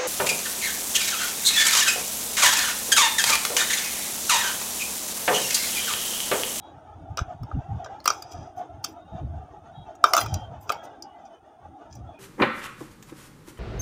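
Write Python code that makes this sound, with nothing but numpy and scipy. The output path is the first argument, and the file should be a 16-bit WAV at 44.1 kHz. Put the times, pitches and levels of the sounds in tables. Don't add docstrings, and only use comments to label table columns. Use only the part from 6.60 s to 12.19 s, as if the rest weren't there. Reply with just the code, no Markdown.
import sys
import numpy as np
from scipy import signal
from scipy.io import wavfile
from scipy.ndimage import uniform_filter1d

SR = 44100
rng = np.random.default_rng(int(sys.argv[2]) if len(sys.argv) > 2 else 0)


def materialize(psi):
    bounded = np.clip(np.atleast_2d(psi).T, -1, 1)
    quanta = np.round(bounded * 32767).astype(np.int16)
    wavfile.write(sys.argv[1], SR, quanta)


N = 246519


def amp(db):
    return 10 ** (np.asarray(db) / 20)


def unit_rms(x):
    return x / np.sqrt(np.mean(x ** 2) + 1e-20)


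def smooth(x, samples):
    return uniform_filter1d(uniform_filter1d(x, samples), samples)


def wander(samples):
    return unit_rms(smooth(rng.standard_normal(N), samples))


def at_frequency(rows, hz):
    row_hz, value = np.transpose(rows)
    return np.interp(np.log(hz + 1), np.log(row_hz + 1), value)


def over_time(rows):
    return np.interp(np.arange(N) / SR, *np.transpose(rows))


def add(mix, start_s, sound):
    part = mix[round(start_s * SR):][:len(sound)]
    part += sound[:len(part)]


def swells(rows, skew):
    envelope = np.zeros(N)
    for middle_s, length_s, level_db in rows:
        progress = np.arange(round(length_s * SR)) / (length_s * SR)
        bell = np.sin(np.pi * progress ** skew) ** 2
        add(envelope, max(middle_s - length_s / 2, 0), amp(level_db) * bell)
    return envelope


def shape_spectrum(x, spectrum):
    hz = np.abs(np.fft.fftfreq(4096, 1 / SR))
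    inside = (hz > spectrum[0][0]) & (hz < spectrum[-1][0])
    log_gain = np.where(inside, np.maximum(at_frequency(spectrum, hz), -70), -70) * np.log(10) / 20
    response = np.fft.ifft(np.exp(np.conj(signal.hilbert(log_gain)))).real[:2048]
    return signal.oaconvolve(x, response / np.linalg.norm(response))[:len(x)]


def patchy_noise(spectrum, fft_size, depth_db, frames, bins):
    hz = np.fft.rfftfreq(fft_size, 1 / SR)
    real, imag, patches = rng.standard_normal((4 * N // fft_size + 5, len(hz), 3)).T
    patches = unit_rms(uniform_filter1d(uniform_filter1d(patches, bins, 0), frames, 1))
    patches = unit_rms(patches - uniform_filter1d(patches, 4 * bins, 0))
    outside = (hz < spectrum[0][0]) | (hz > spectrum[-1][0])
    level_db = at_frequency(spectrum, hz) - 80 * outside
    spectra = (real + 1j * imag) * amp(level_db[:, None] + depth_db * patches)
    return unit_rms(signal.istft(spectra, nperseg=fft_size, noverlap=3 * fft_size // 4)[1][:N])


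def resonate(x, hz, width_hz):
    phasor = np.exp(2j * np.pi * hz * np.arange(len(x)) / SR)
    pole = np.exp(-np.pi * width_hz / SR)
    return 2 * (phasor * signal.lfilter([1 - pole], [1, -pole], x / phasor)).real


def modal_sum(x, modes, tuning=1, uneven_db=0):
    place, detune = rng.standard_normal((2, len(modes)))
    place_db = uneven_db * (place - place.mean())
    ratios = tuning * (1 + 0.018 * (uneven_db > 0) * detune)
    return sum(amp(db + offset_db) * resonate(resonate(x, hz * ratio, width), hz * ratio, width)
               for (hz, width, db), offset_db, ratio in zip(modes, place_db, ratios))


# frequency_hz, relative_density_db
DRONE_SPECTRUM = [(100, -40), (170, -21.5), (353, -14.5), (555, -19), (690, -3), (830, -4.5), (996, -23.5),
                  (1310, -18.5), (2070, -37), (3530, -35.5), (3760, -39), (3950, -49.5), (6530, -42.5),
                  (8200, -60.5), (10700, -94), (18000, -120)]
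# time_s, relative_level_db
DRONE_LEVELS = [(0.0, -57.5), (0.11, -47.5), (0.4, -52.5), (0.87, -49), (2.02, -47), (2.19, -50),
                (3.33, -51.5), (3.56, -41.5), (4.0, -50.5), (4.3, -46.5), (4.8, -53.5), (5.59, -49.5)]
# centre_hz, width_hz, level_db
BOOM_BAND = (302.5, 89, -61)
HISS_BAND = (8780, 250, -86)


def room():
    drone = patchy_noise(DRONE_SPECTRUM, fft_size=1024, depth_db=5, frames=10, bins=3)
    drone *= amp(4.5 + over_time(DRONE_LEVELS))
    boom_swell = amp(5.7 * wander(4000))
    boom, hiss = (amp(band[2]) * unit_rms(modal_sum(rng.standard_normal(N), [band]))
                  for band in (BOOM_BAND, HISS_BAND))
    drone_waver = amp(3.03 * wander(2500))
    return drone_waver * drone + boom_swell * boom + hiss + amp(-87) * rng.standard_normal(N)


# start_s, length_s, pitch_hz, level_db
HORN_TONES = [(0, 0.13, 3324, -64.5), (0, 0.14, 3830, -66.5), (2.307, 0.4, 3700, -70.5),
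              (3.135, 0.12, 3300, -64), (3.118, 0.17, 3794, -67.5), (3.655, 0.251, 3162, -54),
              (4.13, 0.16, 3275, -62.5), (4.438, 0.13, 2934, -69), (4.505, 0.12, 2020, -70.5),
              (4.707, 0.093, 3027, -69), (5.459, 0.128, 3385, -69), (5.513, 0.17, 2473, -61)]


def horns():
    out = np.zeros(N)
    for start_s, length_s, pitch_hz, level_db in HORN_TONES:
        t = np.arange(round(length_s * SR)) / SR
        fuzz = unit_rms(resonate(rng.standard_normal(len(t)), pitch_hz, width_hz=30))
        tone = np.sqrt(2) * np.sin(2 * np.pi * pitch_hz * t) + 0.7 * fuzz
        add(out, start_s, amp(level_db) * tone * signal.windows.tukey(len(t), 0.5))
    return out


# frequency_hz, relative_density_db
BUFFET_SPECTRUM = [(13, -60), (32, -25.5), (67, 1.5), (92, 8), (188, -11.5), (312, -22.5), (450, -35.5),
                   (990, -120)]
# time_s, level_db
DRAUGHT_LEVELS = [(0, -59), (.4, -49.5), (1.1, -48), (1.5, -62), (3, -52), (3.5, -63), (4.1, -59.5),
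                  (4.6, -68.5), (5.59, -70.5)]
# middle_s, length_s, level_db
AIR_PUFFS = [(.52, 0.089, -34.5), (.62, 0.03, -22.5), (.83, 0.069, -31), (.97, 0.095, -21.5),
             (1.14, 0.14, -27.5), (1.8, 0.18, -40), (2.17, 0.19, -45), (2.55, 0.076, -33),
             (2.64, 0.098, -28.5), (2.74, 0.22, -32.5), (3.2, 0.094, -41.5), (3.66, 0.13, -34),
             (3.75, 0.11, -25), (3.85, 0.59, -41), (5.08, 0.19, -49), (5.42, 0.32, -40)]
GUST_DB, GUST_S = 4, 0.018


def air_buffeting():
    flutter = patchy_noise(BUFFET_SPECTRUM, fft_size=2048, depth_db=5.5, frames=3, bins=3)
    flutter /= np.sqrt(smooth(flutter ** 2, 1300) + 0.048)
    draught = amp(over_time(DRAUGHT_LEVELS) + GUST_DB * wander(int(GUST_S * SR)))
    return (draught + swells(AIR_PUFFS, skew=0.96)) * flutter


# frequency_hz, t60_s
DECAY_TIMES = [(700, 0.15), (1300, 0.2), (3000, 0.14), (6000, 0.068), (14000, 0.023)]


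def reverberation(direct):
    hollow = resonate(direct, 1250, width_hz=270)
    reflected = direct - (1 - amp(-12)) * hollow
    echoes = np.zeros(SR // 2)
    arrivals = np.arange(200, len(echoes) - 20, 20)
    arrivals += rng.integers(0, 20, len(arrivals))
    echoes[arrivals] = rng.choice([-1., 1.], arrivals.shape)
    hz, t, spectra = signal.stft(echoes, SR, nperseg=256)
    decay = amp(-60 * t / at_frequency(DECAY_TIMES, hz)[:, None])
    tail = signal.istft(spectra * decay, SR, nperseg=256)[1]
    return signal.fftconvolve(reflected, tail / np.linalg.norm(tail))[:N]


# pitch_hz, gain_db
WALL_MODES = [(2213, -10), (2700, -7), (3289, -6.5), (4786, -10.5), (5173, -14.5), (5443, -13.5),
              (6099, -9.5), (7058, -11.5)]


def tin_walls(direct):
    return sum(amp(db) * resonate(direct, hz, width_hz=9.5) for hz, db in WALL_MODES)


# nominal_pitch_hz, width_hz, relative_gain_db
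TIN_MODES = [(346, 87, -6.5), (444, 76, -3), (617, 220, 2)]
TRAY_MODES = [(1038, 460, -2), (1225.5, 252, 3.5), (1307, 150, -3.5)]
BENDING_MODES = [(2433, 220, 3.5), (2750, 300, -3.5), (3284, 250, 2.5), (3845, 130, 0.5)]
EDGE_MODES = [(4870, 290, 1), (5100, 300, 7.5), (5913, 320, 7.5), (5950, 260, 5), (6870, 230, 2.5),
              (7576, 200, -3), (9560, 200, -12)]
# pitch_hz, width_hz
TRAY_CAVITY = (1210, 330)


def ruler_and_tin(thud, knock, clack, snap, tuning=1, uneven_db=0):
    tin = amp(19.5) * modal_sum(thud, TIN_MODES, 0.98, uneven_db)
    tray = amp(20.5) * modal_sum(resonate(knock, *TRAY_CAVITY), TRAY_MODES)
    bending = amp(15) * modal_sum(clack, BENDING_MODES, tuning, uneven_db)
    edge = amp(4.5) * modal_sum(snap, EDGE_MODES, tuning, uneven_db)
    low_pass = signal.butter(3, 2000, fs=SR)
    return signal.lfilter(*low_pass, tin + tray) + bending + edge


# frequency_hz, relative_density_db
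SIZZLE_SPECTRUM = [(5000, -18), (8500, -1), (11500, -5.5), (12400, -2), (12900, -9), (15000, 5.5),
                   (15700, -16.5), (16700, -46)]
# middle_s, length_s, level_db, sizzle_offset_db
RUB_STROKES = [(0.614, 0.053, -54, -13), (1.557, 0.25, -48.5, -10), (1.732, 0.054, -52.5, -9),
               (1.805, 0.36, -61, -23), (1.993, 0.073, -65, -1), (2.291, 0.13, -58, -1),
               (3.498, 0.13, -44.5, -3.5), (3.614, 0.11, -38.5, 0.5), (3.716, 0.34, -52, -18),
               (4.041, 0.075, -68.5, 9), (4.14, 0.15, -55.5, -7), (4.254, 0.052, -57.5, 0),
               (4.666, 0.04, -62, -18.5), (5.364, 0.14, -63, -13.5)]


def ruler_rubs():
    slip_db = 2.5 * np.minimum(rng.exponential(1, N // 90 + 1), 3.5)
    slips = unit_rms(amp(slip_db)).repeat(90)[:N]
    force_gains = amp([[-12], [-12], [-9], [4]])
    skew = 0.59
    out = np.zeros(N)
    for middle_s, length_s, level_db, _ in RUB_STROKES:
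        start = round((middle_s - length_s / 2) * SR)
        stroke = (slips * swells([(middle_s, length_s, level_db)], skew))[start:start + SR // 2]
        forces = rng.standard_normal((4, SR // 2))[:, :len(stroke)] * stroke * force_gains
        add(out, start / SR, ruler_and_tin(*forces, uneven_db=0.5))
    sizzle_rows = [(middle_s, length_s, db + offset) for middle_s, length_s, db, offset in RUB_STROKES]
    sizzle = patchy_noise(SIZZLE_SPECTRUM, fft_size=256, depth_db=9.5, frames=10, bins=6)
    return out + swells(sizzle_rows, skew) * slips * sizzle


# start_s, edge_db, knock_db, sizzle_offset_db, pitch_ratio, contact_ms, bending_offset_db
RULER_CONTACTS = [(0.5714, -24.5, -22, -15, 0.99, 1.09, -7), (0.5788, -32.5, -28, -23, 0.9, 1.17, 0),
                  (0.5884, -26, -23, -28, 1.03, 1.2, -4.5), (0.8302, -46, -47, -12.5, 0.91, 1.5, -10),
                  (0.9114, -68, -33.5, -39, 0.79, 1.85, -9), (1.2424, -37, -43, -31, 1.01, 1.97, -8),
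                  (1.2583, -45.5, -30, -26, 0.95, 1.83, -10), (1.4013, -40.5, -54, -24, 0.88, 0.74, -13.5),
                  (1.4416, -37, -44, -10.5, 0.9, 1, -14.5), (1.455, -17.5, -20, -11.5, 0.85, 1.95, -10.5),
                  (1.4755, -8, -12.5, -15, 0.98, 1.14, -11), (1.5008, -17, -18.5, -19.5, 0.96, 1.22, -13),
                  (1.6213, -32, -46, -12, 1, 1.61, -16), (2.2402, -17.5, -35, -25, 0.93, 1.16, -14.5),
                  (2.2441, -20.5, -33.5, -10, 1.07, 1.7, -9.5), (3.3493, -54, -61, -16, 1.13, 3, -13.5),
                  (3.439, -11.5, -4, -16, 0.93, 1.13, -7), (3.5338, -7.5, -13, -13, 0.9, 1.06, -7.5),
                  (3.537, -34, -19.5, -8, 1.1, 1.68, -3.5), (3.5481, -17, -18.5, -16, 1.2, 1.04, -13),
                  (3.5648, -12, -18, -8.5, 0.99, 1.14, -9), (3.571, -23, -19.5, -15, 1.063, 5.3, -5),
                  (3.6099, -26.5, -32.5, -3.5, 0.83, 1.4, -1.5),
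                  (3.6587, -33.5, -30.5, -12.5, 1.02, 2.03, -5), (3.7396, -22, -44, -13.5, 1.01, 1.3, -10),
                  (4.0922, -22, -24.5, -22, 1.01, 1.38, 0), (4.0998, -34, -18, -11, 1.7, 1.27, -12),
                  (4.118, -29.5, -30.5, -8.5, 0.94, 2.1, -5), (4.4222, -28, -83, -24, 0.99, 1.02, -41.5),
                  (5.324, -42.5, -75, -31.5, 1.016, 2.05, -19), (5.35, -47.5, -78, -12, 1, 2.7, -32)]
BLOW_SHARE = 0.6
RATTLE_DB, RATTLE_DECAY_MS = -20, 9


def ruler_taps():
    out = np.zeros(N)
    t_ms = np.arange(3000) / SR * 1000
    for start_s, edge_db, knock_db, sizzle_db, pitch_ratio, contact_ms, bending_db in RULER_CONTACTS:
        progress = t_ms / (1.443 * contact_ms)
        push = (progress * np.exp(1 - progress)) ** 2
        strength = np.linalg.norm(push)
        forces = rng.standard_normal((5, len(t_ms))) * push
        forces *= strength / np.linalg.norm(forces, axis=1)[:, None]
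        blow = strength * (np.arange(len(t_ms)) == np.argmax(push))
        share = BLOW_SHARE * min(2 / contact_ms, 1) ** 2
        forces[:2] = (1 - share) * forces[:2] + share * blow
        forces[2:4] = (1 - share / 2) * forces[2:4] + share / 2 * blow
        rattle = amp(RATTLE_DB) * np.minimum(progress, 1) * np.exp(-t_ms / RATTLE_DECAY_MS)
        forces[2:] += rattle * rng.standard_normal((3, len(t_ms)))
        forces[:4] *= amp([[knock_db - 7], [knock_db], [edge_db + bending_db], [edge_db]])
        tuning = np.clip(pitch_ratio, 0.8, 1.25)
        add(out, start_s, ruler_and_tin(*forces[:4], tuning, uneven_db=1.5))
        add(out, start_s, amp(edge_db + sizzle_db) * shape_spectrum(forces[4], SIZZLE_SPECTRUM))
    return out


def scene():
    direct = ruler_taps() + ruler_rubs()
    ruler = direct + tin_walls(direct) + amp(-10.5) * reverberation(direct)
    return (ruler + air_buffeting() + room() + horns())[None]


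def record(dry):
    saturated = 1.1 * np.tanh(dry / 1.1)
    low_pass = signal.firwin(511, cutoff=16750, window=("kaiser", 9), fs=SR)
    return signal.oaconvolve(saturated, low_pass[None], "same")


dry = scene()
out = record(dry)
materialize(out)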